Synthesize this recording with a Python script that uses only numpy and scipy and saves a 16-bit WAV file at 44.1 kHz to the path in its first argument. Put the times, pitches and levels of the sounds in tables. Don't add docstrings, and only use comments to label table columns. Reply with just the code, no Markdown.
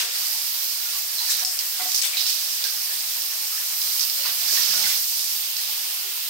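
import sys
import numpy as np
from scipy import signal
from scipy.fft import rfft, irfft
from scipy.io import wavfile
from scipy.ndimage import uniform_filter1d, minimum_filter1d

SR = 44100
rng = np.random.default_rng(int(sys.argv[2]) if len(sys.argv) > 2 else 0)


def transcribe(u):
    v = np.clip(np.atleast_2d(u).T, -1, 1)
    q = np.round(v * 32767).astype(np.int16)
    wavfile.write(sys.argv[1], SR, q)


def elevation(decibels):
    levels = np.asarray(decibels, float)
    return 10 ** (levels / 20)


N = 277389

# frequency in Hz, left-right likeness from 0 to 1.
LIKENESS = [(60, 0.35), (130, 0.76), (290, 0.87), (640, 0.38), (1410, 0.0), (3100, 0.053), (6820, 0),
            (15000, 0.13)]
# frequency in Hz, level in dB.
LEFT_PORT = [(40, -41), (120, -43.5), (250, -38.5), (450, -24.5), (750, -20), (1300, -19), (2600, -9.5),
             (5200, -10.5), (7800, -4), (9000, 0), (10100, -8), (12300, -8.5), (14200, 0), (15600, -7.5)]
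# frequency in Hz, level in dB.
RIGHT_PORT = [(40, -40), (120, -45), (250, -36), (750, -17), (2000, -10.5), (3500, -5), (5100, 2),
              (6300, -3.5), (7400, -10), (8800, -44), (10000, -13), (12000, 1.5), (14000, -7),
              (15600, -0.5)]
LEFT_RIGHT = np.array([[0.5], [-0.5]])


def rms_one(x):
    return x / np.sqrt(np.mean(x ** 2) + 1e-20)


def at_hz(points, hz):
    point_hz, value = np.array(points).T[:2]
    return np.interp(np.log(hz), np.log(point_hz), value)


def drift(rate):
    r = np.exp(-80 * np.pi * rate / SR)
    coarse = rng.standard_normal(N // 40 + 2002)
    slow = signal.lfilter([1], [1, -2 * r, r * r], coarse)[2000:]
    return np.interp(np.arange(N) / 40, np.arange(len(slow)), rms_one(slow))


def resonate(x, hz, width_hz):
    r = np.exp(-np.pi * width_hz / SR)
    poles = [1, -2 * r * np.cos(2 * np.pi * hz / SR), r * r]
    return signal.lfilter([(1 - r * r) / 2, 0, (r * r - 1) / 2], poles, x)


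def widen(mid, side, alike):
    return np.sqrt(1 + alike) * mid + np.sqrt(1 - alike) * side * [[1], [-1]]


def add(out, s, sound):
    i = max(round(s * SR), 0)
    out[:, i:i + sound.shape[1]] += sound[:, :N - i]


def at_source(db, hz):
    heard = np.hypot(elevation(at_hz(LEFT_PORT, hz)), elevation(at_hz(RIGHT_PORT, hz)))
    return elevation(db) / heard


def spray_hold():
    # time in seconds, nearness in dB, share on scales in dB,
    # share in the pool in dB, left-right aim in dB.
    hold = [(0.0, -2, 6.5, 11.5, 5.5), (.25, 2, 2, 0, -2.5), (.55, 1.55, -0.3, -0.5, -4.5),
            (1.1, 1.24, -0.6, -0.5, -2.5), (1.4, 2.5, 3.5, 2.5, -2.1), (1.55, 0, 0, 0, 4.5),
            (1.9, 2, 1.5, -0.3, -4), (2.07, 0.5, 4.5, 5, 6.5), (2.3, 1, 2, 2.5, -8),
            (2.5, 0.46, 2.5, 1.5, -1.5), (3.55, 0.7, 1, 0.5, -1.7), (3.95, 4.5, -0.1, -3.5, -4.5),
            (4.35, 2.5, -0.1, 0.8, -2.5), (4.6, 4, 2, 3, -7), (4.9, 5, 3.5, 3, -2.5),
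            (5.25, 3, 2.1, -2.3, -3.5), (5.5, 0.35, -1.5, 3.5, -2.5), (6.29, 0, -0.8, 4.5, -0.2)]
    # time in seconds, #
    # half length in seconds, overall level in dB, share on scales in dB, share in the pool in dB.
    swings = [(0.0, 0.046, 2, 5, 2.5), (0.08, 0.073, -3, 1.1, 2.1), (.33, 0.035, 1.1, -1, -1),
              (.38, .04, -0.4, 1, 1), (0.723, 0.061, 0.8, -0.7, -1), (.96, 0.06, -0.3, 2, 1.5),
              (1.317, 0.027, 3.5, 2.1, -5), (1.446, 0.025, 1.5, -2, -2), (1.61, 0.043, -0.8, 2.5, 2.5),
              (1.782, 0.049, -0.5, 0, 1), (1.964, 0.021, -1, .1, -9), (2.053, .04, 2.5, -2.5, 2.1),
              (2.125, 0.066, -4, 1, 3), (2.183, 0.097, 1.6, -1.5, 1.5), (2.647, .05, 1.5, -3, 5),
              (2.91, 0.068, 1.5, -2.8, 0.5), (3.25, 0.15, 1.2, -2, -1.3), (3.795, 0.041, -0.3, .1, -1.1),
              (4.086, 0.11, -0.5, -4.5, 1.3), (4.283, 0.051, -1, 1.1, 8.5), (4.534, 0.12, 2.5, 1.1, -2.8),
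              (4.65, .04, -1.5, 3.5, 1.5), (5.053, 0.13, -.6, -3, -4), (5.72, 0.24, 1.1, 2, -0.5)]
    t = np.arange(N) / SR
    s, *columns = np.transpose(hold)
    held = np.array([np.interp(t, s, column) for column in columns])
    for at, half, *swing_db in swings:
        near = slice(max(int((at - 2 * half) * SR), 0), int((at + 2 * half) * SR))
        bell = np.exp(-2 * ((t[near] - at) / half) ** 2)
        held[:3, near] += np.outer(swing_db, bell)
    return held


def drops(size_db, per_s):
    sizes = elevation(size_db * np.minimum(rng.exponential(1, (2, N)), 5)) * rng.choice([-1, 1], (2, N))
    born = rng.random((2, N)) < per_s * elevation(3.0 * drift(25)) / SR
    return rms_one(sizes * born)


def spray(patchy_db):
    layer_hz = (2170, 2680, 5600, 12900)
    # time in seconds, level in dB.
    runoff_level = [
        (0, 0.4),
        (1.0, 0.1),
        (1.8, 1.2),
        (2.2, -2),
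        (3.5, 0.8),
        (4.7, -0.3),
        (5.1, -2),
        (5.7, -1),
        (6.29, -1.1),
    ]
    wash_db, drops_db = -20.5, -26.5
    mist, patter, splash, pan = spray_hold()
    runoff = np.interp(np.arange(N) / SR, *np.transpose(runoff_level))
    runoff = runoff + 0.59 * splash + 0.42 * patter
    white = rng.standard_normal((2, 2, N))
    impacts, together = drops(size_db=3.0, per_s=1800), drift(7)
    out = 0
    edges = 25 * 2 ** (np.arange(29) / 3)
    for k, (low, high) in enumerate(zip(edges, edges[1:])):
        hz = np.sqrt(low * high)
        alike = np.clip(at_hz(LIKENESS, hz), 0, 1)
        mid, side = white[k % 2] * np.sqrt(0.5)
        source = elevation(wash_db) * widen(mid, side, alike) + elevation(drops_db) * (1 - alike) * impacts
        band_pass = signal.butter(2, [low, high], "band", fs=SR, output="sos")
        band = signal.sosfilt(band_pass, source)
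        runoff_share, splash_share, patter_share = [at_hz(list(zip(layer_hz, row)), hz)
                                                    for row in np.eye(4)[:3]]
        level_db = mist + runoff_share * runoff + splash_share * splash + patter_share * patter
        level_db = level_db + patchy_db * (0.19 * together + drift(10.6))
        out = out + band * elevation(level_db + (splash_share + patter_share) * pan * LEFT_RIGHT)
    stirred = bubbles(35 * elevation(mist + splash), level_db=-44.0, cycles=50.4)
    return out + elevation(mist + runoff) * stirred


def bubbles(per_s, level_db, cycles):
    out = np.zeros((2, N))
    busy = np.clip(per_s / per_s.max(), 0, 1)
    tries = 600
    for when, keep, size, loud, side in rng.random(size=(tries, 5)):
        if keep < busy[int(when * N)] * per_s.max() * N / SR / tries:
            hz = 600 * 6.0 ** size
            t = np.arange(int(cycles * SR / hz)) / SR
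            ring = np.sin(2 * np.pi * hz * t * (1 + 0.029 * t / t[-1]))
            blip = ring * np.sin(np.pi * t / t[-1]) ** 2
            add(out, when * N / SR, elevation(level_db + 6.25 * loud) * elevation(7 * side * LEFT_RIGHT) * blip)
    return out


def claws():
    # start in seconds, peak level in dB, centre frequency in Hz,
    # left-right skid in dB, skid over tick in dB.
    strikes = [(0.0034, -23, 5070, 13, -17), (1.2968, -24.5, 6030, 0, -7.5), (1.4494, 0.5, 5240, -12, -25),
               (1.59, -12, 4700, -11, -18.5), (1.9186, -12, 5380, -9, -24), (1.945, -13.5, 5600, -14, -7),
               (2.0166, -9, 5400, 9, -17), (2.2662, -10, 4800, -11, -14.5), (2.2963, -14, 4930, -5, -11.5),
               (2.6408, -9.5, 4970, -17, -17), (3.219, -18.5, 4450, -4.0, -22),
               (3.812, -17, 5030, -13, -12), (3.9938, -17.5, 5460, -23, -12),
               (4.008, -12, 5100, -19, -12.5), (4.098, -12.5, 4840, -15, -19),
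               (4.2587, -15.5, 4770, -10, -14.0), (4.4092, -18, 4330, -6.0, -20),
               (5.5674, -12.5, 5090, -11, -25)]
    slip_samples, skid_t60_s = 70, 0.23
    out, t = np.zeros((2, N)), np.arange(SR // 4) / SR
    for s, peak_db, hz, pan_db, skid_db in strikes:
        slip_db = 2.84 * rng.standard_normal(len(t))[np.arange(len(t)) // slip_samples]
        grit = rng.standard_normal((2, len(t))) * elevation(slip_db)
        skid = elevation(skid_db) * rms_one(resonate(grit, hz, 0.39 * hz) + 0.4 * grit)
        skid = skid * elevation(-60 * t / skid_t60_s) * (1 - np.exp(-t / 0.0009))
        skid = skid * elevation((pan_db + 12.0) * LEFT_RIGHT)
        rebounds = 0.2 * rng.standard_normal(len(t)) * np.exp(-t / 0.0015)
        tick = resonate((t == 0) + rebounds, hz, 0.45 * hz)
        sound = skid + tick / abs(tick).max() * [[0.5], [1]]
        add(out, s, at_source(peak_db + 10.5, hz) * sound)
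    return out


def contacts():
    # start in seconds, peak level in dB, contact in seconds,
    # hardness in dB per octave.
    bumps = [
        (1.42, -39.5, 0.11, -2),
        (1.793, -33.5, 0.054, 0.8),
        (1.845, -39, 0.077, -7),
        (4.254, -41, 0.025, 8.5),
    ]
    # frequency in Hz, level in dB, share of the contact, lag in seconds,
    # left-right in dB.
    wall = [(733, 2.3, 0.74, 0.004, -2), (1020, -10, .6, 0, 1), (1103, -5.5, 1.2, 0.012, 5),
            (1420, -5, 0.8, 0.0013, 12), (1980, -4, 1.1, 0.012, -4)]
    # start in seconds, peak level in dB, contact in seconds.
    drags = [
        (4.195, -64, .05),
        (4.245, -62, .04),
        (4.295, -59, .07),
        (4.45, -65, .05),
        (4.53, -59, 0.076),
        (4.62, -63, .04),
        (4.689, -53, 0.14),
        (4.815, -51, 0.077),
        (4.915, -63, .08),
    ]
    # frequency in Hz, level in dB, share of the contact, lag in seconds,
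    # left-right in dB.
    sill = [(79, -14, 1.01, .03, -2), (175, .1, 1.3, 0.0013, -6.5), (662, 3, 0.34, 0.0019, -2)]
    # start in seconds, #
    # peak level in dB, frequency in Hz, length in seconds.
    drips = [(.03, -49.5, 465, .096), (0.546, -46, 1000, .04), (1.441, -55, 230, 0.068),
             (0.217, -43.5, 1245, .08), (0.346, -42, 923, 0.067), (0.852, -42.5, 1420, 0.11),
             (.95, -42, 1132, 0.05), (1.206, -39.5, 915, .07), (1.287, -37.5, 1710, .06),
             (1.82, -51, 283.6, 0.15), (2.642, -41, 1584, .11), (2.904, -42, 1720, 0.078),
             (3.16, -47, 967, .038), (3.316, -42, 1815, .06), (3.52, -45.5, 1280, .11),
             (3.578, -40.5, 1743, 0.054), (4.19, -45.5, 552, 0.066), (4.253, -32, 1010, 0.02),
             (4.482, -37.5, 1650, .06), (4.526, -51, 413, .04), (4.529, -48, 334, 0.068),
             (4.571, -44, 1143, 0.055), (4.734, -39, 1440, 0.19), (4.735, -46, 644, 0.16),
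             (4.784, -48, 570, .05), (4.803, -41, 861, .11), (4.86, -34, 1485, 0.034),
             (6.044, -55.5, 389, 0.11)]
    # start in seconds, peak level in dB, frequency in Hz,
    # length in seconds, left-right in dB.
    squeaks = [(1.182, -29, 4090, .12, -5), (1.304, -29, 3890, .11, -5), (1.455, -17, 5200, 0.07, 4),
               (2.032, -28, 3520, 0.055, 10), (2.025, -35, 2310, 0.055, 5), (2.131, -34, 2310, 0.1, -2),
               (2.169, -23, 3880, 0.078, 0), (2.205, -23.5, 5000, .05, -1), (4.193, -37.5, 2850, 0.16, -11),
               (4.57, -33.5, 1873, 0.062, -7), (4.839, -29.5, 2046, .055, -5),
               (4.897, -33, 2066, 0.055, -7)]
    drip_pan_db = 0.5
    rings = []
    for s, db, length, hard_db in bumps:
        for hz, mode_db, share, lag, pan_db in wall:
            peak_db = db + mode_db + hard_db * np.log2(hz / 730)
            rings.append((s + lag, peak_db, hz, share * length, pan_db))
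    for s, db, length in drags:
        for hz, mode_db, share, lag, pan_db in sill:
            rings.append((s + lag, db + mode_db, hz, share * length, pan_db))
    return [*rings, *[(*drip, drip_pan_db) for drip in drips], *squeaks]


def knocks(width_share):
    out = np.zeros((2, N))
    for s, peak_db, hz, length, pan_db in contacts():
        t = np.arange(min(int((2 * length + 0.03) * SR), SR // 3)) / SR
        mid, side = rng.standard_normal((2, len(t)))
        alike = np.clip(at_hz(LIKENESS, hz) + 0.28, 0, 1)
        rubbing = widen(mid, side, alike)
        fed = rms_one(resonate(rubbing, hz, 20 + width_share * hz))
        clean = np.clip(1200 / hz, 0, 1)
        struck = clean * (np.sin(2 * np.pi * hz * t) + 0.24 * np.sin(2 * np.pi * 1.07 * hz * t))
        shape = (1 - np.exp(-t * hz / 2.0)) * elevation(-20 * (t / max(length, 0.01)) ** 1.65)
        ringing = shape * (0.63 * struck + (0.75 - 0.51 * clean) * fed)
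        crack = resonate(rubbing * np.exp(-t / 0.0034), hz, 0.46 * hz) * np.sqrt(9000 / hz)
        gain = at_source(peak_db + 6.0, hz) * elevation(pan_db * LEFT_RIGHT)
        add(out, s, gain * (ringing + 0.64 * crack))
    return out


def stall(x):
    t60_s, level_db = 0.35, -7
    t = np.arange(SR // 3) / SR
    scatter = rng.standard_normal((2, len(t))) * elevation(-60 * t / t60_s) * (t > 0.004)
    scatter = scatter / np.sqrt(np.sum(scatter ** 2, axis=1, keepdims=True))
    return x + elevation(level_db) * signal.fftconvolve(x, scatter, axes=1)[:, :N]


def scene():
    # frequency in Hz, width in Hz, share of the spray.
    stall_modes = [(179.5, 10.5, 1), (295, 5, 0.11), (424, 51, 0.45), (522, 14, 0.44), (722, 11, 0.33),
                   (1070, 15, 0.16), (1420, 7.9, 0.092)]
    water = spray(patchy_db=0.82)
    standing = sum(share * resonate(water, hz, width_hz) for hz, width_hz, share in stall_modes)
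    return water + standing + stall(claws() + knocks(width_share=0.084))


def port(x, colour):
    hz = np.linspace(1, SR / 2, 4097)
    cepstrum = irfft(np.log(elevation(at_hz(colour, hz))))
    cepstrum[1:4096] *= 2
    cepstrum[4097:] = 0
    return signal.fftconvolve(x, irfft(np.exp(rfft(cepstrum))))[:N]


def limiter(x):
    ceiling_db, look_ahead_s, recover_db_per_s = -5.0, 0.009, 150
    ahead, ramp = round(look_ahead_s * SR), recover_db_per_s * np.arange(N) / SR
    over_db = np.maximum(20 * np.log10(abs(x) + 1e-9) - ceiling_db, 0)
    early_db = -minimum_filter1d(-over_db, size=2 * ahead + 1)
    held_db = np.maximum.accumulate(early_db + ramp, axis=1) - ramp
    return x * elevation(-uniform_filter1d(held_db, size=45))


def band_limit(x):
    return signal.sosfilt(signal.butter(12, 16450, fs=SR, output="sos"), x)


def record(dry):
    ports = np.array([port(dry[0], LEFT_PORT), port(dry[1], RIGHT_PORT)])
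    top_cut = signal.ellip(12, 0.5, 75, 15800, fs=SR, output="sos")
    return band_limit(signal.sosfilt(top_cut, limiter(ports)))


dry = scene()
out = record(dry)
transcribe(out)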